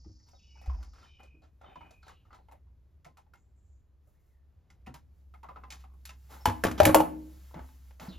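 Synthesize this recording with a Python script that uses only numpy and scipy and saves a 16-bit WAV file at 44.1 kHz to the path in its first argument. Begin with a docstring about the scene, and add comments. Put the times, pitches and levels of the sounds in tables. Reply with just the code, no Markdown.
"""Twisting wire at a switch box

Pliers grip and twist copper wire ends at a plastic switch box in a bare timber room, heard close by.
Wires tick against the box: short noise bursts ring its modes. Scrapes and a sleeve are banded noise.
The floor thuds, then the pliers clatter down on boards: heavier blows ring boards and joists.
A wavering low tone rumbles underneath; outside, one bird whistles in gliding tones and one buzzes in noise."""
import sys
import numpy as np
from scipy import signal
from scipy.fft import rfft, irfft, next_fast_len
from scipy.io import wavfile
from scipy.ndimage import uniform_filter1d

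SR = 44100
rng = np.random.default_rng(int(sys.argv[2]) if len(sys.argv) > 2 else 0)


def dump_mix(stems):
    """Bounce the given channels to the path in sys.argv[1] as a 16-bit WAV at rate SR."""
    frames = np.atleast_2d(stems).T  # one column per channel
    limited = np.clip(frames, -1, 1)  # hard clip at full scale
    pcm = np.round(limited * 32767).astype(np.int16)
    wavfile.write(sys.argv[1], SR, pcm)


N = 360738  # length of the scene [samples]
FAST = next_fast_len(N)  # a length that transforms quickly


def undb(db):
    """Turn dB into a gain."""
    return 10 ** (np.asarray(db) / 20)


def unit(x):
    """Scale to rms 1."""
    return x / np.sqrt(np.mean(x ** 2))


def top(x):
    """Scale to peak 1."""
    return x / np.abs(x).max()


def band(x, lo_hz, hi_hz):
    """Keep only the pitches between two limits."""
    sos = signal.butter(2, [lo_hz, min(hi_hz, .45 * SR)], "band", fs=SR, output="sos")
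    return signal.sosfilt(sos, x)


def hiss(lo_hz, hi_hz):
    """Band noise of rms 1."""
    return unit(band(rng.standard_normal(N), lo_hz, hi_hz))


def ring(x, modes):
    """Let x drive damped modes (Hz, dB, seconds to fall by 60 dB), each a spinning, shrinking pole."""
    out = 0
    for hz, db, t60 in modes:
        pole = np.exp(2j * np.pi * hz / SR - np.log(1000) / (t60 * SR))
        out = out + undb(db) * signal.lfilter([1], [1, -pole], x).imag
    return out


def turn(x, points, how):
    """Multiply the spectrum of x by how(value), with values read from (Hz, value) points."""
    hz, value = np.transpose(points)
    bins_hz = np.arange(FAST // 2 + 1) * SR / FAST
    values = np.interp(np.log(bins_hz + 1), np.log(hz + 1), value)
    return irfft(rfft(x, FAST) * how(values), FAST)[:N]


def shape(x, points):
    """Colour x by (Hz, dB) points."""
    return turn(x, points, undb)


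def curve(table):
    """Read (time, level) points as one level for every sample."""
    s, level = np.transpose(table)
    return np.interp(np.arange(N) / SR, s, level)


def walk(rate):
    """Random levels held for 1 / rate s and smoothed twice; their spread is near 1."""
    k = int(SR / rate)
    steps = np.repeat(rng.standard_normal(N // k + 1), k)
    return 1.269 * uniform_filter1d(uniform_filter1d(steps, k), k)[:N]


def add(out, x, s):
    """Mix x into out from time s."""
    i = int(s * SR)
    out[i:i + len(x)] += x[:N - i]


RUMBLE_HZ, WANDER = 65.5, 0.03996  # centre pitch; how far it strays, as a share of the pitch
LOOSE_DB, STEADY_DB = -61.5, -52.5  # drone levels at which it is loose and steady
SUB_DB = -74.5  # constant deep rumble under the drone
# strength of the low drone over time: (time [s], level [dB])
DRONE_LEVEL = [(0, -55), (.3, -60), (.75, -51.5), (1.1, -62), (1.35, -55), (1.8, -62), (2.35, -59),
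               (3.75, -59.5), (4.15, -68.5), (4.65, -58.5), (5.05, -56), (5.85, -53), (6.3, -54.5),
               (6.8, -44.5), (6.95, -52.5), (8.18, -54.5)]


def rumble():
    """A low drone in the structure: its pitch wanders when faint and holds steadier when strong."""
    db = curve(DRONE_LEVEL)
    steady = np.clip((db - LOOSE_DB) / (STEADY_DB - LOOSE_DB), .4, .93)
    drift = (1 - steady) * (walk(6.5) + 2.0 * walk(2.7))
    phase = 2 * np.pi * np.cumsum(RUMBLE_HZ * (1 + WANDER * drift)) / SR
    tone = 2.0 * steady * np.sin(phase) * undb(5.4 * (0.96 - steady) * walk(15))
    noise = (1 - steady) * hiss(61, 82) + 0.21 * hiss(22, 150)
    return undb(db) * (tone + noise) + undb(SUB_DB) * hiss(27, 50)


FLOOR_DB = -73  # level of the air between 110 and 16000 Hz, before its slow wavering
# colour of the still air: (frequency [Hz], relative level [dB per Hz])
AIR_COLOUR = [(12, -42), (20, -25), (48, -5.5), (74, -2), (222, -27), (293, -25), (1860, -43), (7110, -54),
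              (8650, -57), (12400, -53.5), (16000, -73)]


def still_air():
    """Quiet background noise, coloured and slowly wavering in level."""
    air = shape(rng.standard_normal(N), AIR_COLOUR)
    return air * undb(FLOOR_DB + 1.4 * walk(4.2)) / np.std(band(air, 110, 16000))


SLEEVE_BODY_DB, SLEEVE_EDGE_DB = -7.5, -3.5  # lower two noise bands, against the sleeve's level
# strength of the rustling sleeve, before its wavering: (time [s], level [dB])
SLEEVE_LEVEL = [(0, -99), (.57, -94), (1.2, -101), (1.85, -87), (2.6, -96), (4.0, -99), (4.16, -92.5),
                (4.68, -99), (5.36, -86.5), (6.08, -83.5), (6.25, -68), (7.3, -69), (7.8, -72),
                (8.18, -84.5)]


def sleeve():
    """Cloth rubs on itself: three bands of noise that swell and waver together."""
    level = undb(curve(SLEEVE_LEVEL) + 1.9 * walk(13))
    body = undb(SLEEVE_BODY_DB) * hiss(550, 1600)
    edge = undb(SLEEVE_EDGE_DB) * hiss(1300, 6200)
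    return level * (body + edge + hiss(6300, 14000))


SPOT_DB, SPOT_DETUNE = 4.5, 0.042  # each blow lands on another spot: spread of mode level, pitch share
BOUNCES_PER_S, BOUNCE_S = 460, .0015  # after a blow the parts rattle in small uneven rebounds this long
SETTLE_S, SETTLE_RATIO = 0.0085, 0.698  # a moment later the part settles with a lower ring
AIR_TAIL_DB = -8  # the air of a crack rattles on less than its lower bands
# how fast the crack dies down: decay of its click, edge and air [s]
CRACK_S = [0.0041, 0.0028, 0.0081]
# peak of the crack's click, edge and air, against their set levels [dB]
CRACK_DB = [5, 4.5, 6.5]


def note(push, hz, cycles):
    """Two resonances in a row at one pitch, so the ring swells a little before it fades."""
    once = ring(push, [(hz, 0, 0.89 * cycles / hz)])
    return top(ring(once, [(hz, 0, 1.2 * cycles / hz)]))


def hits(table, body, lows, rise_s, contact_s, chatter_t60, body_db, chatter_db, click_db,
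         click_share, crack_tail_db, low_rise_s, low_db, settle_db, loose_db):
    """Each blow rings the part and the body, cracks in three bands, rattles, settles and moves the lows."""
    out, pushes = np.zeros(N), np.zeros(N)
    t = np.arange(SR // 5) / SR
    fade, rise = undb(-60 * t / chatter_t60), 1 - np.exp(-t / rise_s)
    grit = [hiss(660, 2500), hiss(1300, 8100), hiss(7500, 12700)]
    sharp = np.diff(1. * (t == t[1]), append=0)  # a single up-down jolt
    for s, db, hz, edge_db, air_db, cycles in table:
        noise = rng.standard_normal((4, len(t))) * rise
        jolts = (rng.random(len(t)) < BOUNCES_PER_S / SR) * rng.random(len(t))
        rebounds = signal.lfilter([1], [1, -np.exp(-1 / (BOUNCE_S * SR))], jolts)
        rattle = fade * (1.1 + 1.4 * rebounds)
        # the part rings from a sharp contact and a looser one
        tap = noise[0] * np.exp(-t / contact_s)
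        own_ring = top(note(sharp, hz, cycles) + undb(loose_db) * note(tap, hz, cycles))
        # the struck body answers with its modes
        spot = rng.standard_normal((len(body), 2))
        modes = [(f * (1 + SPOT_DETUNE * a), g + SPOT_DB * b, t60)
                 for (f, g, t60), (a, b) in zip(body, spot)]
        body_ring = top(ring(tap + undb(chatter_db) * noise[1] * rattle, modes))
        blow = own_ring + undb(body_db) * body_ring
        # the crack: a harder edge clicks more
        start = rng.integers(N - len(t))
        parts_db = [click_db + click_share * edge_db, edge_db, air_db]
        tails_db = [0, 0, AIR_TAIL_DB]
        for grains, part_db, crack_s, crack_db, tail_db in zip(grit, parts_db, CRACK_S, CRACK_DB, tails_db):
            decay = np.exp(-t / crack_s) + undb(crack_tail_db + tail_db) * rattle
            crack = grains[start:start + len(t)] * rise * decay
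            blow = blow + undb(part_db + crack_db) * top(crack)
        add(out, undb(db) * blow, s - .001)
        settling = note(noise[3] * np.exp(-t / SETTLE_S), SETTLE_RATIO * hz, cycles)
        add(out, undb(db + settle_db) * settling, s + SETTLE_S)
        # heavy parts move late
        add(pushes, undb(db) * noise[2] * t / low_rise_s * np.exp(-t / low_rise_s), s)
    return out + undb(low_db) * ring(pushes, lows)


TICK_CYCLES = 11.3  # ring length of a tick, roughly
# modes of the plastic box: (frequency [Hz], relative level [dB], time to fall by 60 dB [s])
BOX = [(605, -12.5, 0.029), (801, 12.5, .05), (865, 2.5, 0.055), (1050, 9, 0.12), (1227, 12.5, 0.026),
       (1337, 8.5, 0.053), (1625, -3.5, .04), (2020, 6, .05), (2460, -4, .04), (2730, -8, .04),
       (4300, -9.5, .015)]
# modes of the wall stud behind the box: (frequency [Hz], relative level [dB], time to fall by 60 dB [s])
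STUD = [(173, 1, 0.1), (250, 5, 0.033), (311, -2.5, 0.023)]
# wire and jaw ticks: (time [s], level [dB], ring [Hz], edge [dB], air [dB]);
# edge and air are the upper bands of the crack, against the level
TICKS = [(0.047, -63, 820, -31, -35), (0.2, -73.5, 1880, -10, -30), (0.287, -67, 990, 4, -18),
         (0.334, -56.5, 735, -47, -35), (0.556, -61, 905, -25, -32), (0.574, -62, 1500, -9, -36),
         (0.615, -53.5, 785, -11, -16), (0.66, -49, 785, -8.5, -25), (0.698, -41.5, 1030, -29, -37),
         (0.64, -59, 1290, -20, -30), (0.725, -58, 1250, -25, -35), (0.785, -60, 796, -25, -35),
         (0.745, -50.5, 970, -42, -34), (0.829, -52.5, 1340, -3.5, -17), (0.936, -64, 1290, 1, -25),
         (0.985, -62, 1580, -7, -30), (1.03, -55, 1340, -11, -30), (1.058, -60, 1760, -12, -30),
         (1.204, -61, 800, -26, -18), (1.233, -59, 550, 1, -32), (1.421, -63, 670, -8, -28),
         (1.425, -70, 4230, -18, -28), (1.613, -54, 796, -27, -40), (1.615, -56.5, 1340, -12, -40),
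         (1.645, -53, 1340, -27, -45), (1.642, -48.5, 770, -44, -48), (1.68, -55, 800, -30, -40),
         (1.717, -54, 777, -38, -35), (1.758, -42.5, 1036, -27, -44), (1.809, -47.5, 922, -42, -49),
         (1.814, -52.5, 1370, -33, -45), (1.861, -57, 715, -34, -30), (1.909, -55, 705, -1, -21),
         (2.03, -55, 1440, -10, -33), (2.067, -54, 850, -13, -25), (2.081, -50.5, 1590, -2.5, -20),
         (2.095, -47.5, 1190, -14, -29), (2.108, -54, 774, -25, -35), (2.253, -64.5, 1320, -18, -30),
         (2.307, -53.5, 1350, -40, -41), (2.33, -49, 1320, -11.5, -40), (2.346, -52, 1270, -10, -30),
         (2.388, -57, 795, -28, -35), (2.486, -54, 895, -34, -25), (2.514, -54.5, 1010, -11, -18),
         (2.522, -49, 840, -31, -18), (2.553, -63, 800, -30, -38), (2.67, -72, 1010, -20, -35),
         (3.047, -55.5, 1330, -1, -18), (3.053, -51.5, 2090, -24, -30), (3.062, -51, 707, -27, -35),
         (3.083, -62, 820, -20, -35), (3.172, -56.5, 1345, -3.5, -14), (3.183, -56, 910, -29, -35),
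         (3.265, -69, 860, -23, -35), (3.337, -52, 1386, -10, -19), (4.074, -68.5, 608, -28, -7),
         (4.703, -58.5, 2100, -3.5, -32), (4.864, -51.5, 2400, -12, -15), (4.868, -49, 2700, -12, -27),
         (4.869, -46, 1050, -14, -33), (4.873, -46.5, 743, -20, -40), (4.942, -47.5, 980, -2.5, -9),
         (4.945, -50.5, 2470, -20, -28), (5.34, -51, 1240, -20, -22), (5.345, -57, 2100, -28, -40),
         (5.432, -45.5, 940, -17, -22.5), (5.441, -45, 1180, -48, -40), (5.488, -41, 1200, -38, -30),
         (5.501, -49.5, 970, -35, -40), (5.512, -56, 537, -35, -38), (5.56, -42.5, 1300, -41, -48),
         (5.568, -45, 1040, -48, -46), (5.637, -41.5, 1200, -30, -42), (5.705, -46.5, 2370, 6.5, -25),
         (5.723, -45, 2350, 4, -39), (5.744, -53.5, 1170, -8, -30), (5.84, -50.5, 1174, -23, -22),
         (5.901, -67, 1210, -42, -43), (5.919, -70, 1150, -40, -43), (5.938, -63, 1120, -50, -16),
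         (6.054, -63, 1740, 19.5, 19), (6.093, -44, 2700, -2, -35), (6.341, -57, 3600, -4, -20)]


def ticks():
    """Light wire and jaw contacts ring the plastic box, and faintly the stud behind it."""
    return hits([(*row, TICK_CYCLES) for row in TICKS], BOX, STUD,
                rise_s=0.00045, contact_s=0.0085, chatter_t60=0.15, body_db=-5.5, chatter_db=-8.5,
                click_db=-9.5, click_share=0.14, crack_tail_db=-6.0, low_rise_s=0.027, low_db=-44.5,
                settle_db=-11.5, loose_db=-1.5)


THUD_CYCLES, SHAKE_S = 23.8, 0.011  # cycles for a thud's ring to fall by 60 dB; rise time of a shake
# slow low modes under the boards: (frequency [Hz], relative level [dB], time to fall by 60 dB [s])
JOISTS = [(77.3, -3.5, 0.61), (100, -1, 0.32), (170.8, -8.5, 0.78), (240, -2, 0.67), (258.6, -1.5, 0.55),
          (313, 3, 0.55)]
# weight shifting and tools landing on the floor: (time [s], level [dB], pitch [Hz], shake [dB]);
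# the shake rattles the joists and stud for a moment
THUDS = [(.05, -47.5, 72.4, -71), (.088, -46.5, 95, -66.5), (0.057, -52, 200, -69),
         (0.062, -46.5, 316, -78), (0.095, -53, 327, -81), (0.673, -24, 65.5, -69), (0.734, -31, 53.3, -81),
         (0.801, -47, 50, -78), (1.341, -60, 295, -70.5), (1.761, -62, 166, -69), (3.059, -53, 150, -83),
         (4.871, -43.5, 215, -64.5), (4.884, -45.5, 130, -75), (4.903, -47.5, 260, -72),
         (4.94, -51.5, 154, -74.5), (6.471, -25.5, 94, -42.5), (6.476, -28, 247, -57),
         (6.655, -30.5, 99, -42.5), (6.663, -33.5, 180, -61.5), (6.817, -21, 89.2, -42),
         (6.859, -20.5, 97, -33.5), (6.954, -40.5, 240, -45.5), (6.961, -36, 100.3, -49),
         (7.555, -38, 170, -55.5), (7.601, -41.5, 63.4, -65), (8.02, -44, 176, -63),
         (8.081, -33, 187, -58.5), (8.149, -41, 62, -71)]


def thuds():
    """A soft push rings the floor at a low pitch and shakes the joists and stud."""
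    out, shakes = np.zeros(N), np.zeros(N)
    t = np.arange(SR) / SR
    for s, thud_db, thud_hz, shake_db in THUDS:
        contact = np.sin(np.pi * np.minimum(t * thud_hz, 1))  # a soft contact lasts a cycle
        push = contact * np.sin(2 * np.pi * thud_hz * t)
        add(out, undb(thud_db) * top(ring(push, [(thud_hz, 0, THUD_CYCLES / thud_hz)])), s)
        rattle = rng.standard_normal(len(t)) * t * np.exp(-t / SHAKE_S)
        for hz, db, t60 in [*JOISTS, *STUD]:
            add(shakes, undb(shake_db + db) * top(ring(rattle, [(hz, 0, t60)])), s)
    return out + shakes * undb(1.4 * walk(14))


SCRAPE_LOW_DB = -4  # the low part of every scrape, against its level
SCRAPE_RISE_SHARE = 0.21  # a scrape swells over this share of its length
CRACKLE_PER_S, CRACKLE_DB, CRACKLE_SCATTER_DB = 250, -3, 4.0  # small slips that ring the box
SCRAPE_RING_DB, SCRAPE_RING_CYCLES = -4.5, 19  # the slips also ring the rubbed part at its own pitch
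# scrapes of wire, jaws and tools: (start [s], end [s], level [dB], edge [dB], air [dB], ring [Hz]);
# edge and air are the upper noise bands, against the level
SCRAPES = [(0.257, 0.36, -81.5, -4, -2, 920), (0.534, 0.913, -73.5, -22, -13, 770),
           (0.93, 1.088, -68, -3, -26, 1330), (1.188, 1.258, -65, -14, -18, 770),
           (1.429, 1.479, -70.5, -4.5, -26, 674), (1.605, 1.76, -67.5, -41, -44, 770),
           (1.746, 1.945, -71.5, -33, -34, 960), (2.034, 2.14, -74.5, 2, -36, 930),
           (2.252, 2.31, -75.5, -9, -33, 885), (2.296, 2.427, -74.5, -14, -35, 784),
           (2.482, 2.556, -78, -10, -30, 870), (3.995, 4.155, -97.5, 3, 16.5, 696),
           (4.19, 4.387, -93.5, 1, 10, 705), (5.443, 5.714, -73.5, -37, -17, 740),
           (5.71, 5.872, -82.5, 9, 3, 2460), (6.285, 6.43, -60, -6, -4.5, 850),
           (6.777, 6.804, -38, -5, -13, 3300), (6.85, 6.921, -35.5, -20, -32, 527),
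           (7.53, 7.638, -56.5, -31.5, -38, 697), (7.994, 8.058, -52, -6, -7.5, 880),
           (8.044, 8.162, -60.5, -3.5, -5.5, 616)]


def scrapes():
    """Wire and metal slip in dense uneven grains: noise bands, plus clicks that ring the box and part."""
    force, own, t = np.zeros((4, N)), np.zeros(N), np.arange(N) / SR
    slips = undb(1.3 * walk(70) + 4.3 * walk(25))
    clicks = (rng.random(N) < CRACKLE_PER_S / SR) * rng.choice([-1, 1], N)
    clicks = clicks * undb(CRACKLE_SCATTER_DB * rng.exponential(size=N))
    for s0, s1, db, edge_db, air_db, hz in SCRAPES:
        i = slice(int(s0 * SR), int((s1 + 0.027) * SR))
        swell = (t[i] - s0) / (SCRAPE_RISE_SHARE * (s1 - s0))
        release = (s1 + 0.032 - t[i]) / 0.091
        env = np.clip(np.minimum(swell, release), 0, 1)
        levels = undb(db + np.array([0, edge_db, air_db, SCRAPE_LOW_DB]))
        force[:, i] += env * unit(slips[i]) * levels[:, None]
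        part_ring = ring(clicks[i] + 1e-9, [(hz, 0, SCRAPE_RING_CYCLES / hz)])  # 1e-9 avoids pure silence
        own[i] += env * undb(db + SCRAPE_RING_DB) * unit(part_ring)
    bands = np.array([hiss(550, 1600), hiss(1300, 6200), hiss(6300, 14000), hiss(130, 330)])
    held_box = [(hz, db, t60 / 3) for hz, db, t60 in BOX]  # here its modes die three times faster
    crackle = undb(CRACKLE_DB) * unit(ring(clicks, held_box))
    return np.sum(force * bands, axis=0) + force[0] * crackle + own


WARBLE_DB, WARBLE_PER_S = 1.5, 59.6  # the notes waver in level
# the whistling bird's falling phrase:
# (time into the phrase [s], length [s], start [Hz], end [Hz], level [dB], spread [Hz])
PHRASE = [(-.03, 0.2, 3540, 2720, -82, 503), (0, 0.066, 3660, 3650, -75, 90),
          (0.022, 0.18, 3080, 2970, -70.5, 102), (0.187, 0.12, 2453, 2492, -67.5, 67)]
# when the phrase begins [s]
PHRASE_STARTS = [1.015, 1.635]
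# other whistled notes, some in a first call or joining the phrases; last, a falling scrape squeak:
# (time [s], length [s], start [Hz], end [Hz], level [dB], spread [Hz])
NOTES = [(0.345, 0.12, 3770, 3790, -80, 24), (0.368, 0.083, 3450, 3430, -80, 200),
         (0.388, 0.18, 2700, 2510, -76, 200), (0.428, 0.051, 2900, 2920, -72.5, 60),
         (0.476, 0.081, 2920, 2914, -69, 25), (0.498, 0.13, 2280, 2280, -76, 38),
         (0.58, 0.1, 2540, 2520, -70, 48.8), (0.972, 0.06, 2520, 2500, -77, 100),
         (1.057, 0.14, 2420, 2460, -72, 90), (1.622, 0.1, 3550, 3600, -77, 90),
         (1.696, 0.094, 2450, 2440, -70.5, 120), (1.002, 0.12, 4340, 3700, -78, 350),
         (2.007, 0.071, 2450, 2410, -85, 69), (2.023, 0.06, 4300, 3890, -72, 500),
         (2.067, 0.099, 3150, 2890, -74, 300), (2.103, 0.07, 3480, 2890, -87, 280),
         (2.313, 0.035, 4400, 4150, -80, 400), (3.368, 0.07, 6800, 7300, -85, 580),
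         (3.552, 0.21, 7550, 7050, -85.5, 610), (4.144, 0.043, 1750, 2090, -87, 140),
         (4.296, 0.093, 2080, 1805, -87, 140), (6.408, 0.025, 5400, 5350, -68, 80),
         (8.085, 0.045, 4620, 3600, -60.5, 500), (8.129, 0.045, 2950, 2850, -66, 200)]


def whistles_and_squeak():
    """Gliding tones, blurred in pitch by noise and left to fade like echoes: bird notes, then a squeak."""
    out = np.zeros(N)
    t = np.arange(SR // 2) / SR  # a note and its fading
    phrases = [(start + s, *rest) for start in PHRASE_STARTS for s, *rest in PHRASE]
    for s, length, hz0, hz1, db, spread_hz in [*NOTES, *phrases]:
        env = np.minimum(t / 0.0031, 1) * np.exp(-np.maximum(t - length, 0) / 0.065)
        env = env * undb(WARBLE_DB * walk(WARBLE_PER_S)[:len(t)])
        low_pass = signal.butter(2, spread_hz, fs=SR, output="sos")
        smear = signal.sosfilt(low_pass, rng.standard_normal((2, len(t))))
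        phase = 2 * np.pi * np.cumsum(np.interp(t, [0, length], [hz0, hz1])) / SR
        tone = (0.91 * np.std(smear) + smear[0]) * np.sin(phase) + smear[1] * np.cos(phase)
        add(out, undb(db) * env * unit(tone), s)
    return out


TRILL_DB, TRILL_FADES_S, TRILL_FADE_DB_S2 = -71, 0.87, 114  # steady, then dying away ever faster
# colour of the buzzing bird: (frequency [Hz], width [Hz], relative level [dB])
TRILL_COLOUR = [(4570, 72, -1.5), (5220, 970, 0), (6330, 350, -5.5)]


def trill():
    """A buzzing bird: noise in a few bands that throbs about 26 times a second."""
    noise, t = rng.standard_normal(N), np.arange(N) / SR
    buzz = unit(sum(undb(db) * band(noise, hz - w / 2, hz + w / 2) for hz, w, db in TRILL_COLOUR))
    throb = 1 + 0.21 * np.sin(2 * np.pi * 26.0 * t + 0.96 * walk(3.2))
    level_db = TRILL_DB - TRILL_FADE_DB_S2 * np.maximum(t - TRILL_FADES_S, 0) ** 2
    return undb(level_db) * buzz * throb


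# modes of the boards: (frequency [Hz], relative level [dB], time to fall by 60 dB [s])
BOARDS = [(366, -14.5, 0.036), (524, -3, 0.067), (626, -0.5, 0.037), (703.6, -9.5, 0.15), (855, -6, 0.14),
          (930, -6, 0.09), (1077, -7.5, 0.081), (1240, -12.5, 0.11), (1386, -9, 0.032),
          (1700, -17.5, 0.049), (1980, -16.5, 0.04), (2540, -14, .03), (2950, -12.5, .03)]
# tool knocks on the boards, with the long low rings of the floor at 313 Hz:
# (time [s], level [dB], ring [Hz], edge [dB], air [dB], rough ring length [cycles])
KNOCKS = [(6.457, -13, 930, -12.5, -16, 12), (6.459, -25.5, 2980, -29, -31, 27),
          (6.459, -27.5, 2080, -29.5, -28, 7.7), (6.486, -26, 973, -12.5, -32, 8),
          (6.499, -30.5, 1100, -10.5, -25, 4.6), (6.639, -16, 1660, -16, -14, 6),
          (6.643, -21.5, 870, -18.5, -24, 3.6), (6.651, -14.5, 380, -20.5, -26.5, 1.9),
          (6.668, -26.5, 700, -9.5, -20.5, 3.4), (6.685, -28.5, 1490, -15, -25, 6.8),
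          (6.714, -32, 1200, -9.5, -14, 3), (6.802, -7, 610, -17, -23.5, 11.2),
          (6.833, -23, 790, -7.5, -10.5, 7.3), (6.854, -14.5, 2400, -3.5, -1.5, 3),
          (6.858, -22, 313, -40, -38, 34), (6.872, -13.5, 613, -17, -28, 7.7),
          (6.893, -16, 566, -35.5, -33.5, 7), (6.946, -6, 960, -11, -9.5, 5.4),
          (6.948, -21.5, 313, -40, -40, 40), (6.951, -11.5, 648, -35.5, -31, 10.6),
          (6.958, -8.5, 547, -41.5, -42, 8.2), (7.003, -15, 874, -25.5, -21.5, 7.3),
          (7.006, -20, 556, -38, -33.5, 7), (7.035, -30, 700, -33, -34, 4.4),
          (7.512, -51, 900, -24, -26, 4), (7.544, -38, 752, -19, -36, 3.1),
          (7.593, -39.5, 800, -20.5, -40.5, 4), (7.69, -55.5, 1100, -13, -30.5, 4),
          (7.909, -55, 811, -9.5, -26, 5.6), (7.999, -43, 1197, -7, -23.5, 3.6),
          (8.073, -46.5, 876, -14.5, -25, 6.3)]


def knocks_and_floor_rings():
    """The pliers clatter down: hard blows ring the boards, the floor and, later, the joists."""
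    return hits(KNOCKS, BOARDS, JOISTS,
                rise_s=0.00026, contact_s=0.0037, chatter_t60=0.087, body_db=-6, chatter_db=-8.0,
                click_db=-1, click_share=0.77, crack_tail_db=-7.0, low_rise_s=0.016, low_db=-58.5,
                settle_db=-24, loose_db=-8.5)


# how long the timber room rings: (frequency [Hz], time to fall by 60 dB [s])
ROOM_T60 = [(125, 0.25), (250, 0.76), (500, 0.31), (1000, 0.32), (2000, 0.33), (4000, 0.27), (8000, 0.24),
            (13000, 0.29)]


def room(x, gap_s, cut_s):
    """Diffuse tail of the timber room: noise whose octaves each fade at their own pace, up to cut_s."""
    t = np.arange(SR // 2) / SR
    tail = 0
    for hz, t60 in ROOM_T60:
        tail = tail + band(rng.standard_normal(len(t)), hz / 1.487, hz * 1.315) * undb(-60 * t / t60)
    tail *= np.minimum(t / gap_s, 1) * np.clip((cut_s - t) / 0.025, 0, 1)
    return signal.fftconvolve(x, tail / np.sqrt(np.sum(tail ** 2)))[:N]


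# unlike share of the two microphone ports: (frequency [Hz], level [dB])
WIDTH = [(60, -6), (150, -12.5), (300, -10.5), (700, -0.5), (1300, -5.5), (2000, -22), (8000, -17.5),
         (16000, -11.5)]


def scene():
    """Near sounds with their room; the two ports differ mostly in low-mid reflections."""
    drone = rumble() + thuds()
    quiet = sleeve() + ticks() + scrapes()
    clatter = knocks_and_floor_rings()
    # the tails of quiet sounds end abruptly, those of loud knocks run on
    quiet_tail = undb(-11.0) * room(quiet, gap_s=0.0021, cut_s=0.066)
    clatter_tail = undb(-11.5) * room(clatter, gap_s=0.0063, cut_s=0.55)
    near = quiet + clatter + quiet_tail + clatter_tail + drone
    mid = near + whistles_and_squeak() + trill() + still_air()
    reflected = room(quiet, gap_s=0.0014, cut_s=0.033)
    reflected = reflected + undb(-7.0) * room(clatter + drone, gap_s=0.00082, cut_s=.5)
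    side = shape(reflected + still_air(), WIDTH)
    side = side + undb(-5.5) * band(clatter, 520, 1200)  # the boards lie to the left
    return np.array([mid + side, mid - side])


CEILING, TOP_HZ = 1.6, 15900  # soft limit, in full scale; upper edge of the sound [Hz]
# how far the left port leads the right: (frequency [Hz], phase [radians])
PORT_PHASE = [(0, 0), (430, -0.0), (690, 0.5), (1550, -0.0), (3010, 0.6), (5170, 0.5), (5770, -1.4),
              (6980, -0.7), (7490, -2.1), (8440, -2.9), (9990, -3.9), (13100, -6.1), (15100, -6.4),
              (16000, -6.5)]


def record(dry):
    """The two ports differ in phase by frequency; the loudest peaks are rounded and the top is cut steeply."""
    right = turn(dry[1], PORT_PHASE, lambda lead: np.exp(-1j * lead))
    ports = np.array([dry[0], right])
    rounded = CEILING * np.tanh(ports / CEILING)
    return signal.sosfilt(signal.ellip(8, .2, 70, TOP_HZ, fs=SR, output="sos"), rounded)


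dry = scene()
out = record(dry)
dump_mix(out)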